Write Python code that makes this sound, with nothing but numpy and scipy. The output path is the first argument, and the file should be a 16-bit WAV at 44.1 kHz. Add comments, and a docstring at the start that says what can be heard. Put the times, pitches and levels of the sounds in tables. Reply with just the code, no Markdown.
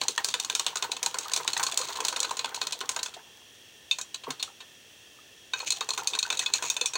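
"""Stirring milk in a glass jug

A steel spoon goes round a thick glass jug in two bouts, with a few loose taps between. Each touch
rings glass and spoon briefly, damped by the milk and the fingers. Between touches the spoon drags
over the glass while the milk sloshes and plops. A small kitchen answers, over faint hiss and whirr."""
import sys
import numpy as np
from scipy import signal
from scipy.fft import rfft, irfft, next_fast_len
from scipy.io import wavfile

SR = 44100
rng = np.random.default_rng(int(sys.argv[2]) if len(sys.argv) > 2 else 0)


def inscribe(sig):
    """Save sig as 16-bit PCM at rate SR to the path in sys.argv[1].

    A 1-D sig is mono; a 2-D sig holds one channel per row.
    Samples are clipped to [-1, 1] before scaling.
    """
    pcm = np.round(np.clip(np.atleast_2d(sig).T, -1, 1) * 32767)
    wavfile.write(sys.argv[1], SR, pcm.astype(np.int16))


N = 307377
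AGE = np.arange(int(.16 * SR)) / SR   # seconds into one short ring

# Spoon meets glass. Each row: start in seconds, strength in dB, body knock in dB re strength,
# hardness in dB (high for the spoon's edge, low for its back), pitch in Hz.
TOUCHES = [(0.0136, -26, -5.5, -5.5, 4060), (0.0343, -38.5, -5.5, 2, 4100), (0.0822, -26.0, -12, 3, 4160),
           (0.1777, -29, -1.5, -2.0, 3330), (0.2451, -30, -8.0, 5.5, 4260), (0.285, -36.5, -4, 5.5, 4630),
           (0.3399, -25.5, -4.5, -4.5, 3580), (0.399, -31, -11.5, 2.5, 3670),
           (0.4469, -34.5, -10.5, 2.5, 4370), (0.4985, -28, -7.5, -2, 3520), (0.5506, -25.5, -13, 1, 3740),
           (0.5951, -28.5, -7.5, 2.5, 3700), (0.6644, -26, -9, -1.5, 3600), (0.7564, -37, 3, 7, 4100),
           (0.7697, -33, -17, 0.5, 4020.0), (0.8243, -29, -4.5, -1.5, 3610), (0.8408, -43.5, 6, 2, 4300),
           (0.9172, -28, -14, -2.5, 3930), (0.9653, -37.5, -5, -1.0, 3500), (1.029, -34, -2.5, 7.5, 3840),
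           (1.0612, -28.5, -7, 4, 4100), (1.143, -37.0, 4.5, 0.5, 4450.0),
           (1.1854, -37.5, -3, 10.5, 3740.0), (1.316, -38.5, 0, 2, 4470.0),
           (1.3354, -27.5, -15.5, 3.5, 3930), (1.3623, -31, -7, 5.0, 3520), (1.3739, -34, -3.5, 1.0, 4300),
           (1.4772, -25.5, -8, -1, 3830.0), (1.5322, -29.5, -13, -1, 4280),
           (1.5663, -30.5, -4.5, -8, 3950.0), (1.5745, -38.0, -18, 8.5, 3480.0),
           (1.5956, -37.5, 8, 3, 4370.0), (1.6293, -33.5, -12.5, 3.5, 4400), (1.635, -33.5, -2, 8, 4270.0),
           (1.6659, -27.5, -9.5, -1.5, 4350), (1.7209, -33, -10, -1, 3490), (1.7742, -31.5, -7, 9.5, 3700),
           (1.7892, -41.5, 5, 9, 4400), (1.8134, -33, -8, 0, 4200.0), (1.9571, -39.5, -2, -2, 4120),
           (2.0031, -36, 3.5, 3.5, 3320.0), (2.0493, -30.0, -8, 4, 3980), (2.0831, -27, -9.5, 0, 4330),
           (2.1253, -39.5, 6.5, 1.5, 4430), (2.1616, -29.5, -9, -5, 3680), (2.167, -38.5, 3.5, 2, 4290.0),
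           (2.2024, -31, -16, 6.5, 4300), (2.23, -29.5, -7.5, 1.5, 4000), (2.2449, -33.5, 1, -15, 4030),
           (2.3088, -38, 2, 3, 4000), (2.3689, -38.5, -2, 3.5, 4000), (2.392, -28.5, -7.5, -3.5, 4080),
           (2.4443, -30.5, -3, -7, 3430.0), (2.5445, -35.5, -6, 1.5, 3950.0),
           (2.5608, -38.0, -7, 0, 4340.0), (2.6151, -26.5, -7, -7.5, 4320), (2.6686, -31.5, -6.5, -2, 4210),
           (2.723, -32, -11.5, 0, 4100), (2.728, -32.5, -10.0, -5, 4040), (2.8102, -38, 4.5, -1, 3680),
           (2.8916, -32, -1, 6.5, 3990), (2.9626, -35.5, 0, 4.5, 3680.0), (2.99, -34.5, -3.5, -5, 3890.0),
           (3.0301, -35, -6, 6.5, 4300), (3.0593, -37, -2.5, 0, 3520), (3.139, -43.5, -7, -3, 3610),
           (3.9113, -19.5, -27, -12.5, 3620), (3.9853, -39, 1, 4.5, 4190.0),
           (4.0123, -39.5, -10, 6.5, 3840), (4.1436, -33, -14, -2.5, 3960.0), (4.2352, -43, -3, -9, 3320),
           (4.3044, -34.5, -2.5, 0.5, 4360.0), (4.3965, -35.5, -15.5, -12, 4280),
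           (4.4265, -28.0, -14.5, -3, 3670), (4.6034, -43.5, -5.5, -9, 3750),
           (5.5349, -26.5, -8.5, -10.5, 3750), (5.6015, -33.5, -7.5, -10, 4270.0),
           (5.7046, -25, -22, 1, 4140), (5.7209, -28.0, -17, -2.5, 4200), (5.8078, -29.5, -7.5, -3.5, 3750),
           (5.8889, -32.5, -4, 2, 4130.0), (5.9049, -26.5, -42, -6, 4210), (5.9346, -34, -20, -2, 4210),
           (5.9758, -35.5, 2, 2.5, 3680.0), (6.073, -26.5, -21, 3, 4360), (6.134, -29, -11, -13, 3640),
           (6.15, -31.5, -6, -3.5, 3850), (6.1886, -24.5, -35, -2.5, 3830), (6.2278, -26, -15, -2.5, 4290),
           (6.302, -26.5, -7.5, -4, 3570), (6.3254, -31.5, -4.5, -2, 3850), (6.3715, -34, -28, 0, 3900),
           (6.3926, -26.5, -16, 1.5, 3690), (6.4609, -24.5, -20, -9.5, 3480),
           (6.5371, -22, -18, -0.5, 4190), (6.6238, -39, 6, 6.5, 3360), (6.7001, -27, -15, 4, 3670.0),
           (6.7658, -29.5, -7.5, -2.5, 3590.0), (6.8117, -25, -14, -3, 3530),
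           (6.858, -28.5, -17.5, 4.0, 3520), (6.9348, -37.5, -5, 3.5, 3770),
           (6.9545, -28.0, -3.5, -4, 4370)]
# A loosely held spoon rings longer and lets the wall sing. Each row: time in seconds, looseness in dB.
GRIP = [(0, -5), (1.6, -3.5), (3.1, -5), (3.9, 5), (4.3, -5.5), (5.54, 11), (5.75, -0.5), (6.97, 6.5)]
# Modes of the free wall above the milk, of the main clink, and the high ones of spoon and glass.
# Each row: pitch in Hz, relative level in dB, t60 in seconds before grip or pressure alters it.
WALL_MODES = [(2434, -2, 0.033), (2573, -2.5, 0.069), (2960, -11, 0.025)]
CLINK_MODES = [(3595, -12.5, 0.044), (3750, 0.5, 0.014), (3820, -13, 0.035), (4290, -9.5, 0.081),
               (4290, -9, 0.064)]
TREBLE_MODES = [(5820, -12.5, 0.16), (6090, -11, 0.035), (6377, 5.5, 0.031), (6770, -0.5, 0.061),
                (7280, -14, 0.034), (7480, -13, 0.11), (7930, -2.5, 0.024), (8640, -7, 0.035),
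                (10430, -27, 0.044)]
# The crowd of short-lived modes in a contact's crack. Each row: frequency in Hz, spectral level in dB.
CRACK_COLOUR = [(150, -35), (400, -17.5), (1000, -5.5), (1900, -11), (3000, 4), (4000, 9), (5100, 0),
                (6600, 4), (8500, -2), (10500, -14), (13800, -29), (16000, -21.5)]
# Air pockets closing behind the spoon.
# Each row: start in seconds, level in dB, first bubble's pitch in Hz, number of bubbles.
AIR_POCKETS = [(0.179, -19, 1765, 1), (1.257, -29.5, 1180, 1), (1.566, -25.5, 1860, 1),
               (2.312, -18.5, 987, 1), (3.166, -34.5, 690, 2), (4.269, -30.5, 1070, 2),
               (4.279, -26, 420, 3), (4.478, -40.5, 1260, 2), (5.188, -46, 1210, 1),
               (5.537, -24.5, 1496, 1), (5.812, -26.5, 1150, 1), (5.992, -28, 1310, 3),
               (6.252, -27, 1464, 1), (6.415, -32, 1890, 1), (6.589, -33, 1590, 1)]


def clinks(usual_t60=0.033, usual_hz=3920, usual_db=-33, rise_s=0.0013, rebound_s=.014):
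    """Each touch cracks and rings in four registers, balanced by grip and hardness, then bounces once."""
    # Low modes of the filled jug. Each row: pitch in Hz, relative level in dB, nominal t60 in seconds.
    body_modes = [(432.3, -17, 0.11), (718, -7.5, 0.019), (1021.6, -1, 0.063), (1293, -19.5, 0.18),
                  (1519, -3, 0.035), (2290, -29, .04)]
    start, db, knock_db, hard_db, hz = np.transpose(TOUCHES)[:, :, None]
    loose_db = curve(GRIP, start)
    t60 = usual_t60 * from_db(0.14 * loose_db)
    damping = np.sqrt(usual_t60 / t60)
    # hard or forceful touches are over sooner
    slowness = from_db(-0.42 * hard_db - 0.64 * (db - usual_db))
    rise = 1 - np.exp(-AGE / (rise_s * slowness))

    def register(rings, crack_db, band_hz):
        """Hard or tightly damped touches have more crack and less ring."""
        crack = from_db(crack_db + 0.11 * hard_db) * damping ** 2 * cracks(band_hz, slowness)
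        return unit_attack(unit_attack(rings * rise) + crack)

    # the strongest mode moves with the grip and the depth of the spoon
    main_mode = from_db(5) * np.sin(2 * np.pi * hz * AGE) * dying(AGE, t60)
    clink = register(main_mode + ringing(CLINK_MODES, damping, detune=0.0098),
                     crack_db=-4 - loose_db / 2, band_hz=(3200, 5000))
    body = register(ringing(body_modes, damping, detune=0.02), crack_db=-1, band_hz=(100, 2000))
    wall = register(ringing(WALL_MODES, from_db(-loose_db / 2), detune=0.012),
                    crack_db=-2 - loose_db, band_hz=(2000, 3200))
    treble = register(ringing(TREBLE_MODES, damping, detune=0.0169),
                      crack_db=2 - 0.73 * loose_db, band_hz=(5000, 15200))
    # loose, knocking or low-pitched touches drive the wall harder
    wall_db = -4.5 + 0.13 * loose_db + 0.22 * knock_db - 13 * np.log2(hz / usual_hz)
    timbre = clink + from_db(knock_db) * body + from_db(wall_db) * wall + from_db(hard_db) * treble
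    hits = from_db(db) * timbre
    out = np.zeros(N)
    for at, hit, (late, lively) in zip(start[:, 0], hits, rng.standard_normal((len(hits), 2))):
        add(out, at, hit)
        add(out, at + rebound_s * np.exp(late / 2), from_db(-16.5 + 3 * lively) * hit)
    return out


def ringing(modes, damping, detune, uneven_db=2.5):
    """One ring per touch: the contact point sets each mode's strength, swirling milk shifts its pitch."""
    rings = 0
    for hz, db, t60 in modes:
        strength, shift, side = rng.standard_normal((len(TOUCHES), 3)).T[:, :, None]
        swing = np.sin(2 * np.pi * hz * (1 + detune * shift) * AGE) * np.sign(side)
        rings = rings + from_db(db + uneven_db * strength) * swing * dying(AGE, t60 / damping)
    return rings


def cracks(band_hz, slowness, contact_s=0.0016, tail_db=-13, tail_t60=0.18):
    """One crack per touch: a burst while steel chatters on glass, then the crowd of modes dies away."""
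    size = len(TOUCHES) * len(AGE)
    crowd = band(noise(CRACK_COLOUR, next_fast_len(size)), band_hz)
    crowd = crowd[:size].reshape(len(TOUCHES), -1)
    progress = AGE / (contact_s * slowness)
    burst = progress * np.exp(1 - progress)
    return unit_attack(crowd * (burst + from_db(tail_db) * dying(AGE, tail_t60)))


def ticks():
    """The spoon's tip brushes the glass at random, louder as the stirring gets livelier."""
    force = excite(abs(grains(per_s=22, spread_db=2.5)), dying(AGE, t60=.014))
    return from_db(vigour() - 3) * unit_rms(force * band(noise(CRACK_COLOUR, N), (940, 15000)))


def dragging(t60_scale=0.34, squeak_hz=6550, squeak_width_hz=1000):
    """Slips of steel over glass, a few strong among many tiny, ring the modes the pressed spoon damps."""
    slips = abs(grains(per_s=1500, spread_db=5.5)) / 2 + abs(grains(per_s=140, spread_db=5))
    force = excite(slips, dying(AGE, t60=0.011))
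    loose_db = curve(GRIP, np.arange(N) / SR)

    def rubbed(modes):
        """Each mode feels the slips in its own way."""
        rings = 0
        for hz, db, t60 in modes:
            ring = np.sin(2 * np.pi * hz * AGE) * dying(AGE, t60 * t60_scale)
            rings = rings + from_db(db) * excite(force * rng.standard_normal(N), ring)
        return unit_rms(rings)

    grit = unit_rms(force * band(noise(CRACK_COLOUR, N), (1330, 10500)))
    # the bowl of a loosely held spoon sings out as it skids
    squeak = force * rng.standard_normal(N)
    for _ in range(2):
        squeak = resonate(squeak, squeak_hz, squeak_width_hz)
    wall = from_db(loose_db - 6) * rubbed(WALL_MODES)
    glass = wall + from_db(-2) * rubbed(CLINK_MODES) + from_db(-3) * rubbed(TREBLE_MODES)
    return unit_rms(glass + from_db(1 - loose_db / 2) * grit + from_db(loose_db - 2) * squeak)


def pressure(drag_db=-51, usual_vigour_db=-42.5, skid_db=-22.5, fade_s=0.017):
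    """The spoon's pressure as a gain: a running drag, a skid after each touch, and the scrapes."""
    # The spoon pressed along the wall. Each row: start in seconds, length in seconds, level in dB.
    scrapes = [(0.274, 0.065, -37), (1.198, 0.069, -41), (1.787, 0.21, -41), (5.565, 0.085, -47.5),
               (5.658, 0.049, -32.5), (5.754, 0.036, -36), (5.975, 0.047, -38.5), (6.392, 0.067, -36.5),
               (6.528, 0.064, -34), (6.624, 0.075, -32.5)]
    power = from_db(drag_db + 1.8 * (vigour() - usual_vigour_db)) ** 2
    for start, db, *_ in TOUCHES:
        add(power, start, (from_db(db + skid_db) * dying(AGE, t60=.25)) ** 2)
    for start, length_s, db in scrapes:
        t = np.arange(int(length_s * SR)) / SR
        swell = np.minimum(np.minimum(t, length_s - t) / fade_s, 1)
        add(power, start, (from_db(db) * swell) ** 2)
    return np.sqrt(power)


def vigour(settle_db_per_s=40):
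    """How hard the milk is stirred, in dB; it calms down outside the bouts."""
    # One curve for each bout of stirring. Each row: time in seconds, vigour in dB.
    bouts = [
        [(0.0, -52), (0.39, -46.5), (0.85, -48), (1.74, -40.5), (2.28, -42), (2.96, -49), (3.3, -63)],
        [(5.55, -80), (5.588, -45), (5.712, -51.5), (6.162, -44.5), (6.526, -41.5), (6.902, -51), (6.97, -54)],
    ]
    t = np.arange(N) / SR
    levels = []
    for bout in bouts:
        outside_s = abs(t - np.clip(t, bout[0][0], bout[-1][0]))
        levels.append(curve(bout, t) - settle_db_per_s * outside_s)
    return np.max(levels, axis=0)


def lulls(flight_s=0.031, threshold_db=-33):
    """A gain that dips while the spoon flies free towards a blow: the stronger the blow, the deeper."""
    dip_db = np.zeros(N)
    ramp = np.minimum(np.linspace(0, 2, int(flight_s * SR)), 1)
    for start, db, *_ in TOUCHES:
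        add(dip_db, start - flight_s, 1.2 * max(db - threshold_db, 0) * ramp)
    return from_db(-dip_db)


def sloshing(ring_cycles=24, churn_db=-2):
    """Small bubbles of many sizes ride on a lumpy churning, coloured by the hollow of the jug."""
    # The jug's hollow. Each row: frequency in Hz, level in dB.
    hollow = [(165, -14), (280, -28.5), (430, 2.5), (540, -12), (800, -1), (970, 6), (1180, -2),
              (1450, -2), (2300, -9), (4500, -31)]
    bubbles = 0
    for hz in np.geomspace(250, 2300, 30):
        births = grains(per_s=hz / 50, spread_db=5.5)
        ring = bubble(hz, t60=ring_cycles / hz, climb=0.19)
        bubbles = bubbles + from_db(curve(hollow, hz)) * excite(births, ring)
    surges = excite(abs(grains(per_s=110, spread_db=4)), AGE * dying(AGE, t60=.05))
    churn = unit_rms(surges * noise(hollow, N))
    return unit_rms(unit_rms(bubbles) + from_db(churn_db) * churn)


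def waves(swirl_db=-2.5, wake_db=-1.5, splash_db=-10.5, rise_s=0.0042):
    """The milk's motion as a gain: the swirl, a wake after each knock and a splash round each gulp."""
    power = from_db(swirl_db + vigour()) ** 2 * lulls()
    wake = (1 - np.exp(-AGE / rise_s)) * dying(AGE, t60=0.15)
    for start, db, knock_db, *_ in TOUCHES:
        add(power, start, (from_db(db + knock_db + wake_db) * wake) ** 2)
    for start, db, _, count in AIR_POCKETS:
        if count > 1:
            add(power, start, (from_db(db + splash_db) * wake) ** 2)
    return np.sqrt(power)


def plops(gap_s=0.00563, pitch_ratio=.61, loss_db=6.5):
    """An air pocket closes as one bubble, or gulps as a chain of them, each larger and weaker."""
    out = np.zeros(N)
    for start, db, hz, count in AIR_POCKETS:
        for k in range(count):
            ring = bubble(hz * pitch_ratio ** k, t60=0.047, climb=0.255)
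            add(out, start + k * gap_s, from_db(db - k * loss_db) * ring)
    return out


def bubble(hz, t60, climb, onset_cycles=0.41):
    """A bubble swells, rings and climbs in pitch as it nears the surface."""
    phase = 2 * np.pi * hz * (AGE + climb * AGE ** 2 / (2 * t60))
    swell = 1 - np.exp(-AGE * hz / onset_cycles)
    return np.sin(phase) * dying(AGE, t60) * swell


def kitchen(x, tail_db=-14, tail_t60=0.17, delay_s=0.0055):
    """The short, dense tail of a small hard room."""
    # What the walls throw back. Each row: frequency in Hz, relative level in dB.
    room_colour = [(150, 13), (450, 2.5), (2500, -4.5), (6500, -9), (16000, -11)]
    t = np.arange(SR // 2) / SR
    echo = noise(room_colour, len(t)) * dying(t, tail_t60) * (t > delay_s)
    return from_db(tail_db) * excite(x, echo / np.sqrt(np.sum(echo ** 2)))


def background(hiss_db=-59):
    """A steady hiss with a low hum and bands of whirr."""
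    # The colour of the hiss. Each row: frequency in Hz, spectral level in dB.
    hiss_colour = [(25, -31), (80, -1), (400, 9.5), (1200, -1), (4500, 0), (9000, -2.5), (13000, -16),
                   (16000, -20)]
    # Hum and whirr. Each row: centre in Hz, width in Hz, rms level in dB.
    whirr_bands = [(100, 42, -71), (1793, 99, -65), (2715, 150, -61.5), (3275, 220, -58), (5720, 340, -64),
                   (6470, 240, -69)]
    whirr = sum(from_db(db) * resonate(rng.standard_normal(N), hz, width) for hz, width, db in whirr_bands)
    return from_db(hiss_db) * noise(hiss_colour, N) + whirr


def from_db(db):
    """Decibels to gain."""
    return 10 ** (np.asarray(db) / 20)


def unit_rms(x):
    """Scale to rms 1."""
    return x / np.sqrt(np.mean(x ** 2) + 1e-20)


def unit_attack(hits, attack_s=.01):
    """Scale each hit (row) to rms 1 over its attack."""
    return hits / np.sqrt(np.mean(hits[:, :int(attack_s * SR)] ** 2, axis=1, keepdims=True) + 1e-20)


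def dying(t, t60):
    """A decay that loses 60 dB in t60 seconds."""
    return np.exp(-np.log(1000) * t / np.maximum(t60, 1e-3))


def curve(points, at):
    """Read a value off straight lines between points."""
    return np.interp(at, *np.transpose(points))


def add(track, start_s, sound):
    """Mix a sound into the track."""
    at = max(int(start_s * SR), 0)
    track[at:at + len(sound)] += sound[:max(N - at, 0)]


def excite(drive, response):
    """Every sample of the drive sets off the response."""
    return signal.oaconvolve(drive, response)[:N]


def noise(colour, size):
    """Noise of a given colour, rms 1."""
    hz, db = np.transpose(colour)
    bins = np.maximum(np.fft.rfftfreq(size, 1 / SR), 1)
    gain = from_db(np.interp(np.log(bins), np.log(hz), db))
    return unit_rms(irfft(rfft(rng.standard_normal(size)) * gain, size))


def grains(per_s, spread_db):
    """Random clicks of very uneven size."""
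    sizes = from_db(spread_db * np.minimum(rng.exponential(1, N), 4))
    return (rng.random(N) < per_s / SR) * sizes * rng.choice([-1, 1], N)


def band(x, band_hz):
    """Band-pass between two edges."""
    return signal.sosfilt(signal.butter(4, band_hz, "band", fs=SR, output="sos"), x)


def resonate(x, hz, width_hz):
    """One broad resonance, rms 1."""
    return unit_rms(signal.lfilter(*signal.iirpeak(hz, hz / width_hz, fs=SR), x))


def scene(clink_db=-.5, lowest_hz=135):
    """Spoon, milk and kitchen over the steady background."""
    spoon = from_db(clink_db) * clinks() + lulls() * ticks() + pressure() * dragging()
    milk = waves() * sloshing() + plops()
    # spoon and milk carry no deep bass
    jug = signal.sosfilt(signal.butter(2, lowest_hz, "high", fs=SR, output="sos"), spoon + milk)
    return (jug + kitchen(jug) + background())[None]


def record(dry, port_hz=15350, port_q=17, port_db=14, cutoff_hz=16000):
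    """The microphone port resonates in the top octave; above it the sound is cut steeply."""
    port = from_db(port_db) * signal.lfilter(*signal.iirpeak(port_hz, port_q, fs=SR), dry)
    return signal.sosfilt(signal.ellip(10, .2, 80, cutoff_hz, fs=SR, output="sos"), dry + port)


dry = scene()
out = record(dry)
inscribe(out)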